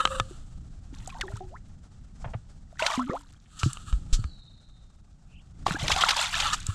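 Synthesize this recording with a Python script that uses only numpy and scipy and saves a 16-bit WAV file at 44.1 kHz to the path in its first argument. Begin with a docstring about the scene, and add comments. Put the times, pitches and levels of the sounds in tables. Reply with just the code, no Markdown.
"""Water: a fish held in the shallows beside a small boat stirs it, then bolts with a splash.
Slaps are noise bursts; air pockets are decaying sines, most gliding upward as they surface; spray is a
swarm of small bubbles plus clicks. Clothing rubs and knocks ring the case modes of a body-worn microphone.
Dull bumps are damped sines; wind and air are coloured noise; a groan and a thin whine are wavering tones."""
import sys
import numpy as np
from scipy import signal
from scipy.fft import rfft, irfft
from scipy.io import wavfile
from scipy.ndimage import uniform_filter1d

SR = 44100
rng = np.random.default_rng(int(sys.argv[2]) if len(sys.argv) > 2 else 0)


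def transcribe(u):
    """Save the signal u as a 16-bit wav file named by the first command-line argument.

    u: samples, shape (n,) or (channels, n), limited to [-1, 1]; the rate is SR.
    q: integer samples, one column per channel.
    """
    v = np.clip(np.atleast_2d(u).T, -1, 1)
    q = np.round(v * 32767).astype(np.int16)
    wavfile.write(sys.argv[1], SR, q)


N = 297234
TIME = np.arange(N) / SR
CONTROL_TIME = TIME[::16]   # coarse grid for level curves
CUTOFF_HZ = 15500

# knocks on the case: (time [s], level [dB])
KNOCKS = [(.004, -17), (0.0529, -1.5), (0.074, -15), (0.199, -3.5), (3.632, -11), (3.771, -26.5),
          (3.927, -24.5), (4.241, -26)]
# case modes: (frequency [Hz], level [dB], t60 [s])
CASE_MODES = [(1195, -13, 0.075), (1269, 2, 0.035), (1340, -5.5, 0.015), (1678, -11, 0.048),
              (2950, -10.5, 0.02), (3060, -12, 0.026), (3780, -13, 0.027), (3776, -13, 0.018),
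              (6630, -1, 0.0018), (8100, -18, 0.0079)]
CASE_WANDER, CASE_WANDER_PER_S = 0.046, 60   # shifting pressure detunes each mode by this share
# cloth sliding over the case: (time [s], hold [s], level [dB], fall on letting go [dB/s])
RUBS = [(0, 0.0096, -36.5, 257), (0.112, 0.076, -42.5, 600), (0.216, 0.12, -57, 80),
        (3.522, 0.23, -63, 120), (3.597, 0.11, -49.5, 87), (3.879, 0.013, -48.5, 129),
        (4.147, 0.097, -57, 302), (6.46, 0.019, -39.5, 215), (6.531, 0.017, -37, 4000),
        (6.687, 0.037, -47, 195)]
RUB_RISE_DB_PER_S = 252
# quick bright swishes of cloth: (time [s], level [dB], length [s])
SWISHES = [(3.589, -32, 0.025), (3.626, -34.5, 0.058), (4.127, -23, 0.028), (6.529, -20.5, 0.02)]
SWISH_HZ = 7000
# cloth spectrum: (frequency [Hz], relative level [dB per Hz])
CLOTH_COLOUR = [(900, -34), (1270, 1), (2150, -21), (3000, -6.5), (4400, -8), (5200, -17), (6800, -9),
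                (7600, -4.5), (8600, -11), (12500, -35)]
GROAN_HZ, GROAN_DB, GROAN_UNTIL_S, GROAN_FALL_DB_PER_S = 528, -38.5, .2, 298.5

# gusts over a light breeze: (time [s], level [dB], half-width to 1/e of power [s])
GUSTS = [(.1, -41.5, 1.7), (2.251, -38.5, 0.08), (4.047, -39, 0.21), (5.851, -35.5, 0.18), (6.5, -38, 0.17)]
BREEZE_DB = -51
# wind spectrum: (frequency [Hz], relative level [dB per Hz])
WIND_COLOUR = [(20, 8), (60, 0.5), (170, -7.5), (300, -21), (600, -48)]
# background hiss spectrum: (frequency [Hz], relative level [dB per Hz])
AIR_COLOUR = [(350, -14.5), (800, -9), (980, -18), (1280, -11.5), (2100, -22.5), (7800, -20),
              (10500, -36.5), (15000, -67)]
AIR_DB, AIR_FLICKER_DB = -66, 3.2

# water stirred by the fish or its falling spray: (time [s], hold [s], gurgle level [dB], spray level [dB])
STIRS = [(0.937, 0.17, -64, -58.5), (1.08, 0.29, -50, -58), (2.701, 0.09, -56, -65.5),
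         (2.795, 0.15, -32.5, -39.5), (3.079, 0.046, -43, -55.5), (5.665, 0.064, -40, -40),
         (5.793, 0.097, -43, -38), (5.9, 0.023, -33, -31.5), (5.975, 0.15, -30.5, -32.5),
         (6.168, 0.06, -32, -28.5), (6.332, 0.13, -37, -31)]
STIR_RISE_DB_PER_S, GURGLE_FALL_DB_PER_S, SPRAY_FALL_DB_PER_S = 1514, 200.5, 143.5
DRIPS_DB, DRIPS_FALL_DB_PER_S = -11, 41.5   # stray drops outlast each stir; level relative to its spray
CALM_GURGLE_DB, CALM_SPRAY_DB = -81, -82.5   # lapping in between
# spray spectrum: (frequency [Hz], relative level [dB per Hz])
WATER_COLOUR = [(300, -32.5), (700, -23.5), (1300, -0.5), (2250, -8), (3600, -5), (4800, -11), (7500, -8),
                (14000, -32.5)]
# lower edges of the octaves in which spray drops tick: (frequency [Hz])
DROP_OCTAVES_HZ = (900, 1800, 3600, 7200)
SINKING_SHARE = .25   # of the swarm's bubbles fall in pitch

# dull bumps on the boat and the wearer: (time [s], strength [dB], pitch [Hz])
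BUMPS = [(0.205, -21.5, 110), (0.309, -33.5, 358), (.927, -35, 272), (1.337, -23.5, 107), (2.259, -25, 117),
         (2.35, -21.5, 111.5), (3.635, -13.5, 99.4), (3.66, -10.5, 128.5), (3.659, -21.5, 315),
         (3.929, -11, 49), (4.128, -7.5, 28.2), (4.191, -17.5, 110), (4.246, -19, 68.5), (5.709, -20, 166),
         (5.828, -20.5, 140), (6.688, -15.5, 96)]
BUMP_T60_S = 0.1   # at 100 Hz; deeper ones last longer
# soft hollow taps: (time [s], level [dB], length [s])
TAPS = [(2.242, -28, 0.017), (2.266, -42, 0.039), (2.334, -29, 0.015)]

# slaps of fish and thrown water on the surface: (time [s], level [dB], length [s])
SLAPS = [(1.21, -20, 0.0067), (2.795, -29.5, 0.009), (2.863, -11.5, .008), (5.666, -22.5, 0.007),
         (5.88, -15.5, 0.0075), (5.915, -10, 0.011), (5.961, -16, 0.0045), (6.008, -16.5, 0.018),
         (6.085, -12, 0.014), (6.106, -12, 0.0089), (6.163, -24.5, 0.0076), (6.4, -16, .012)]
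SLAP_HZ = 3020
SLAP_GRAIN_DB, GRAINS_PER_S = 2, 1300   # a sheet of water lands in uneven pieces
# low sloshes as the tail shoves water aside: (time [s], level [dB], length [s])
SLOSHES = [(5.678, -27, .014), (5.831, -37, 0.083)]
SLOSH_HZ = 298
# short bright ticks, drops on the surface and one tick amid the rubbing at 3.731 s: (time [s], level [dB])
TICKS = [(1.074, -25), (1.368, -33.5), (3.731, -20.5), (6.602, -27.5), (6.666, -16)]
TICK_HZ, TICK_S = 7720, 0.0042
# single bubbles: (time [s], level [dB], starting pitch [Hz], t60 [s])
BUBBLES = [(1.076, -32.5, 743, 0.047), (1.153, -40, 873, 0.18), (1.235, -37, 372.4, 0.37),
           (1.281, -32, 1700, 0.028), (1.405, -39, 358, 0.34), (1.407, -33.5, 742, 0.12),
           (2.822, -20.5, 641, 0.13), (2.824, -12.5, 2720, 0.013), (2.903, -15.5, 1130, 0.02),
           (2.977, -21.5, 240, 0.4), (2.994, -18.5, 1036, 0.049), (3.1, -25.5, 1180, 0.063),
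           (3.097, -12, 220, 0.014), (5.6651, -11, 1060, 0.023), (5.666, -10.5, 744, 0.017),
           (5.709, -9.5, 1330, 0.0055), (5.746, -24, 281, 0.043), (5.767, -25, 815, 0.025),
           (5.84, -32.5, 624, 0.16), (5.899, -19.5, 715, 0.028), (5.904, -12, 1050, 0.017),
           (5.963, -20, 775, 0.06), (6.037, -5, 1253, 0.021), (6.341, -22, 1670, 0.053),
           (6.588, -40.5, 1480, 0.058)]
BUBBLE_RISE_OCTAVES = 0.41   # over each bubble's t60
# hollows opening with a falling plop: (time [s], level [dB])
PLOPS = [(1.213, -28)]
PLOP_HZ, PLOP_T60_S, PLOP_FALL_OCTAVES_PER_S = 2090, 0.12, 31
# hollows closing up: (end time [s], peak level [dB], start pitch [Hz], end pitch [Hz], length [s])
GLUGS = [(1.577, -42.5, 446, 2300, 0.092), (3.03, -30, 1095, 1532, 0.046),
         (3.162, -32.5, 277.5, 810, 0.075), (3.181, -29.5, 334, 1527, 0.12), (5.426, -58, 2560, 3130, 0.18),
         (5.769, -27.5, 1357, 2010, 0.029), (6.031, -17.5, 2890, 4000, 0.015)]

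# thin falling whine: (time [s], pitch [Hz], level [dB])
WHINE = [(4.14, 4480, -100), (4.18, 4290, -59), (4.41, 3760, -56.5), (4.8, 3670, -68), (5.3, 3680, -105)]


def from_db(db):
    """Decibels to gain."""
    return 10 ** (np.asarray(db) / 20)


def in_db(power):
    """A control-rate power curve in decibels, at every sample."""
    return np.interp(TIME, CONTROL_TIME, 10 * np.log10(power + 1e-12))


def rms_one(x):
    """Scale to unit power."""
    return x / np.sqrt(np.mean(x ** 2) + 1e-20)


def in_time(rows):
    """Each column of a curve at every sample."""
    s, *columns = np.transpose(rows)
    return [np.interp(TIME, s, c) for c in columns]


def add(out, s, sound):
    """Mix a sound in at a time."""
    i = int(np.clip(s * SR, 0, N - 1))
    out[i:i + len(sound)] += sound[:N - i]


def band(x, low_hz, high_hz, order=2):
    """Butterworth band-pass; an inaudible ripple keeps it quick through silences."""
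    ripple = 1e-18 * (np.arange(len(x)) % 3)
    edges_hz = [low_hz, min(high_hz, SR / 2 - 500)]
    sos = signal.butter(order, edges_hz, "band", fs=SR, output="sos")
    return signal.sosfilt(sos, x + ripple)


def coloured(x, spectrum):
    """Give a signal a smooth spectrum, falling away steeply past its ends; rms 1."""
    hz, db = np.transpose(spectrum)
    f = np.maximum(np.arange(N // 2 + 1) * SR / N, 1)
    ends = np.minimum(f / hz[0], 1) ** 2 * np.minimum(hz[-1] / f, 1) ** 2
    gain = ends * from_db(np.interp(np.log(f), np.log(hz), db))
    return rms_one(irfft(rfft(x) * gain, N))


def drift(rate_per_s):
    """Random wander: straight lines between unit-normal points."""
    return np.interp(TIME * rate_per_s, np.arange(N), rng.standard_normal(N))


def evened(x, window_s):
    """Hold a dense texture's short-term power near 1; lone grains keep their gaps."""
    power = np.maximum(uniform_filter1d(x ** 2, int(window_s * SR)), 0)
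    return x / np.sqrt(power + 0.013 * np.mean(x ** 2))


def swell(s, hold_s, db, rise_db_per_s, fall_db_per_s):
    """Power of a sound that rises until a time, holds and dies away."""
    t = CONTROL_TIME - s
    level_db = db - rise_db_per_s * np.maximum(-t, 0) - fall_db_per_s * np.maximum(t - hold_s, 0)
    return from_db(np.maximum(level_db, -150)) ** 2


def crackle(per_s, spread_db):
    """Tiny clicks of very uneven size."""
    sizes = from_db(spread_db * np.minimum(rng.exponential(1, N), 4))
    hits = rng.random(N) < per_s / SR
    return rms_one(hits * sizes * rng.standard_normal(N))


def burst(db, hz, length_s, width, grain_db=0):
    """A short swell of band noise, smooth or grainy."""
    u = np.arange(int(6 * length_s * SR)) / (length_s * SR)
    white, grains = rng.standard_normal((2, len(u)))
    grain = np.interp(u * length_s * GRAINS_PER_S, np.arange(len(u)), grains)
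    noise = rms_one(band(white * from_db(grain_db * grain), hz / width, hz * width, order=1))
    return from_db(db + 7) * noise * 2.23 * u * np.exp(-3.2 * u)


def bubble(hz, t60_s, rise_octaves_per_s, attack_s, wobble=0):
    """A trapped air pocket: a decaying sine that can glide and wobble in pitch."""
    t = np.arange(int(t60_s * SR) + 2) / SR
    pitch_hz = np.minimum(hz * 2 ** (rise_octaves_per_s * t), CUTOFF_HZ)
    if wobble:
        pitch_hz = pitch_hz * (1 + wobble * drift(hz / 4)[:len(t)])
    envelope = np.exp(-np.log(1000) * t / t60_s) * (1 - np.exp(-t / attack_s))
    return np.sin(2 * np.pi * np.cumsum(pitch_hz) / SR) * envelope


def case(force):
    """The microphone case rings in its modes, each wandering a little in pitch."""
    out = np.zeros(N)
    for hz, db, t60_s in CASE_MODES:
        pitch_hz = hz * (1 + CASE_WANDER * drift(CASE_WANDER_PER_S))
        turn = np.exp(2j * np.pi * np.cumsum(pitch_hz) / SR)
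        r = np.exp(-np.log(1000) / (t60_s * SR))
        # one-pole decay in the frame rotating with the mode
        ring = turn * signal.lfilter([1], [1, -r], (force + 1e-18) * turn.conj())
        out += from_db(db) * np.imag(ring)
    return out


def handling():
    """Light rubbing mostly hisses; firm rubbing and knocks make the case ring too."""
    knocks, direct, swishes = np.zeros(N), np.zeros(N), np.zeros(N)
    for s, db in KNOCKS:
        add(knocks, s, from_db([db - 13.0]))   # one-sample impulse
        add(direct, s, burst(db - 8.5, 2800, 0.0028, width=1.1))
    for s, db, length_s in SWISHES:
        add(swishes, s, burst(db, SWISH_HZ, length_s, width=1.247))
    rustle = np.std(swishes) * coloured(swishes, CLOTH_COLOUR)   # part of each swish in the cloth's colour

    rub_db = in_db(sum(swell(s, hold_s, db, RUB_RISE_DB_PER_S, fall) for s, hold_s, db, fall in RUBS))
    grit = evened(crackle(per_s=2600, spread_db=-1.5), 0.0036)
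    catching_db = 4 * drift(90)
    grind_db = 2 * rub_db + 46.5 + catching_db   # grows with the square of the pressure
    grind = from_db(grind_db) * rms_one(band(case(grit), 1100, 7500))
    hiss_db = np.minimum(rub_db, -45) + .5 * catching_db   # levels off once the cloth grips
    hiss = from_db(hiss_db) * coloured(grit, CLOTH_COLOUR)
    return band(case(knocks) + direct + swishes, 170, 8200, order=4) + grind + rustle + hiss


def groan():
    """A low, uneven tone under the first hard rubbing, then dying away."""
    level_db = GROAN_DB - GROAN_FALL_DB_PER_S * np.maximum(TIME - GROAN_UNTIL_S, 0)
    strength = from_db(level_db) * (1 + .5 * drift(90))
    pitch_hz = GROAN_HZ * (1 + .025 * drift(200))
    return strength * np.sin(2 * np.pi * np.cumsum(pitch_hz) / SR)


def outdoors():
    """Lumpy low wind noise on the microphone port, and a faint hiss that swells a little with it."""
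    power = from_db(BREEZE_DB) ** 2
    for s, db, width_s in GUSTS:
        power = power + from_db(db) ** 2 * np.exp(-((CONTROL_TIME - s) / width_s) ** 2)
    wind_db = in_db(power)
    wind = coloured(rng.standard_normal(N) * from_db(1.6 * drift(14)), WIND_COLOUR)
    air = coloured(rng.standard_normal(N) * from_db(AIR_FLICKER_DB * drift(62)), AIR_COLOUR)
    air_db = AIR_DB + 0.6 * (wind_db - wind_db.mean())
    return from_db(wind_db) * wind + from_db(air_db) * air


def stirring():
    """Gurgle and spray levels [dB]: each stir rises fast, holds, falls and leaves stray drops."""
    gurgle, spray = from_db(CALM_GURGLE_DB) ** 2, from_db(CALM_SPRAY_DB) ** 2
    for s, hold_s, gurgle_db, spray_db in STIRS:
        gurgle = gurgle + swell(s, hold_s, gurgle_db, STIR_RISE_DB_PER_S, GURGLE_FALL_DB_PER_S)
        spray = spray + swell(s, hold_s, spray_db, STIR_RISE_DB_PER_S, SPRAY_FALL_DB_PER_S)
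        spray = spray + swell(s, hold_s, spray_db + DRIPS_DB, STIR_RISE_DB_PER_S, DRIPS_FALL_DB_PER_S)
    return in_db(gurgle), in_db(spray)


def swarm(busy, per_s, low_hz, high_hz, cycles, spread_db, octaves):
    """Bubbles, most of middle size, each ringing some cycles and gliding part of an octave, usually up."""
    out = np.zeros(N)
    for when, luck, size, other, strength, life, lift in rng.random((int(per_s * N / SR), 7)):
        if luck < busy[int(when * N)]:
            hz = low_hz * (high_hz / low_hz) ** ((size + other) / 2)
            t60_s = cycles * 2 ** (2 * life - 1) / hz
            rise = octaves * (lift - SINKING_SHARE) / t60_s
            gain = from_db(-spread_db * np.log(strength + 0.074))
            add(out, when * N / SR, gain * bubble(hz, t60_s, rise, 12.0 / hz))
    return out


def churn():
    """Big bubbles gurgle; drops add small bubbles and a crackle of impacts of fluctuating level."""
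    gurgle_db, spray_db = stirring()
    # gentle water gives a few distinct drops, thrashing a dense spray
    busy = np.clip(from_db(.75 * (spray_db + 36)), .04, 1)
    gurgle = swarm(busy, per_s=1000, low_hz=522, high_hz=2690, cycles=19, spread_db=6.5, octaves=0.22)
    fizz = swarm(busy, per_s=2000, low_hz=1800, high_hz=9780, cycles=26, spread_db=4.6, octaves=.35)
    impacts = np.zeros(N)
    for hz in DROP_OCTAVES_HZ:   # each size of drop ticks in its own octave
        impacts += band(crackle(per_s=4500 * busy, spread_db=5.0), hz, 2 * hz, order=4)
    # gentle drops trap little air
    drops = coloured(np.sqrt(busy) * rms_one(fizz) + rms_one(impacts), WATER_COLOUR)
    spray = from_db(spray_db + drift(90)) * evened(drops, 0.31)
    return from_db(gurgle_db) * evened(gurgle, 0.035) + spray


def bumps():
    """Low, quickly damped thuds, and band-limited noise taps without treble."""
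    thuds, taps = np.zeros(N), np.zeros(N)
    for s, db, hz in BUMPS:
        t60_s = BUMP_T60_S * np.sqrt(100 / hz)
        add(thuds, s, from_db(db) * bubble(hz, t60_s, 0, attack_s=0.0012))
    for s, db, length_s in TAPS:
        add(taps, s, burst(db, 700, length_s, width=1.16))
    return thuds + band(taps, 270, 3100, order=4)


def air_pockets():
    """Bubbles ring and rise, opening hollows plop downward, closing hollows glide upward."""
    rings = np.zeros(N)
    for s, db, hz, t60_s in BUBBLES:
        rise = BUBBLE_RISE_OCTAVES / t60_s
        add(rings, s, from_db(db) * bubble(hz, t60_s, rise, attack_s=0.00026, wobble=0.05))
    for s, db in PLOPS:
        plop = bubble(PLOP_HZ, PLOP_T60_S, -PLOP_FALL_OCTAVES_PER_S, attack_s=0.00055)
        add(rings, s, from_db(db) * plop)
    for end_s, db, start_hz, end_hz, length_s in GLUGS:
        u = np.linspace(0, 1, int(length_s * SR))
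        pitch_hz = start_hz * (end_hz / start_hz) ** (u ** 2)   # the shrinking hollow climbs ever faster
        pitch_hz = pitch_hz * (1 + .09 * drift(500)[:len(u)])
        tone = np.sin(2 * np.pi * np.cumsum(pitch_hz) / SR)
        add(rings, end_s - length_s, from_db(db) * np.sin(np.pi * u ** 2.18) * tone)
    return rings


def slaps_and_ticks():
    """Water slaps, low sloshes and short bright ticks, all as brief noise bursts."""
    out = np.zeros(N)
    for s, db, length_s in SLAPS:
        add(out, s, burst(db, SLAP_HZ, length_s, width=1.64, grain_db=SLAP_GRAIN_DB))
    for s, db, length_s in SLOSHES:
        add(out, s, burst(db, SLOSH_HZ, length_s, width=1.5))
    for s, db in TICKS:
        add(out, s, burst(db, TICK_HZ, TICK_S, width=1.08))
    return band(out, 115.4, 6050)


def whine():
    """A wavering tone sinks and settles, with a breathier band just above it."""
    hz, db = in_time(WHINE)
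    phase = 2 * np.pi * np.cumsum(hz) / SR
    return from_db(db) * (drift(170) * np.sin(phase) + drift(660) * np.sin(1.07 * phase))


def scene():
    """Everything close and dry, the same in both channels."""
    water = churn() + air_pockets() + slaps_and_ticks()
    mono = handling() + groan() + outdoors() + bumps() + water + whine()
    return np.array([mono, mono])


def record(dry):
    """Steep elliptic low-pass."""
    return signal.sosfilt(signal.ellip(10, .1, 80, CUTOFF_HZ, fs=SR, output="sos"), dry)


dry = scene()
out = record(dry)
transcribe(out)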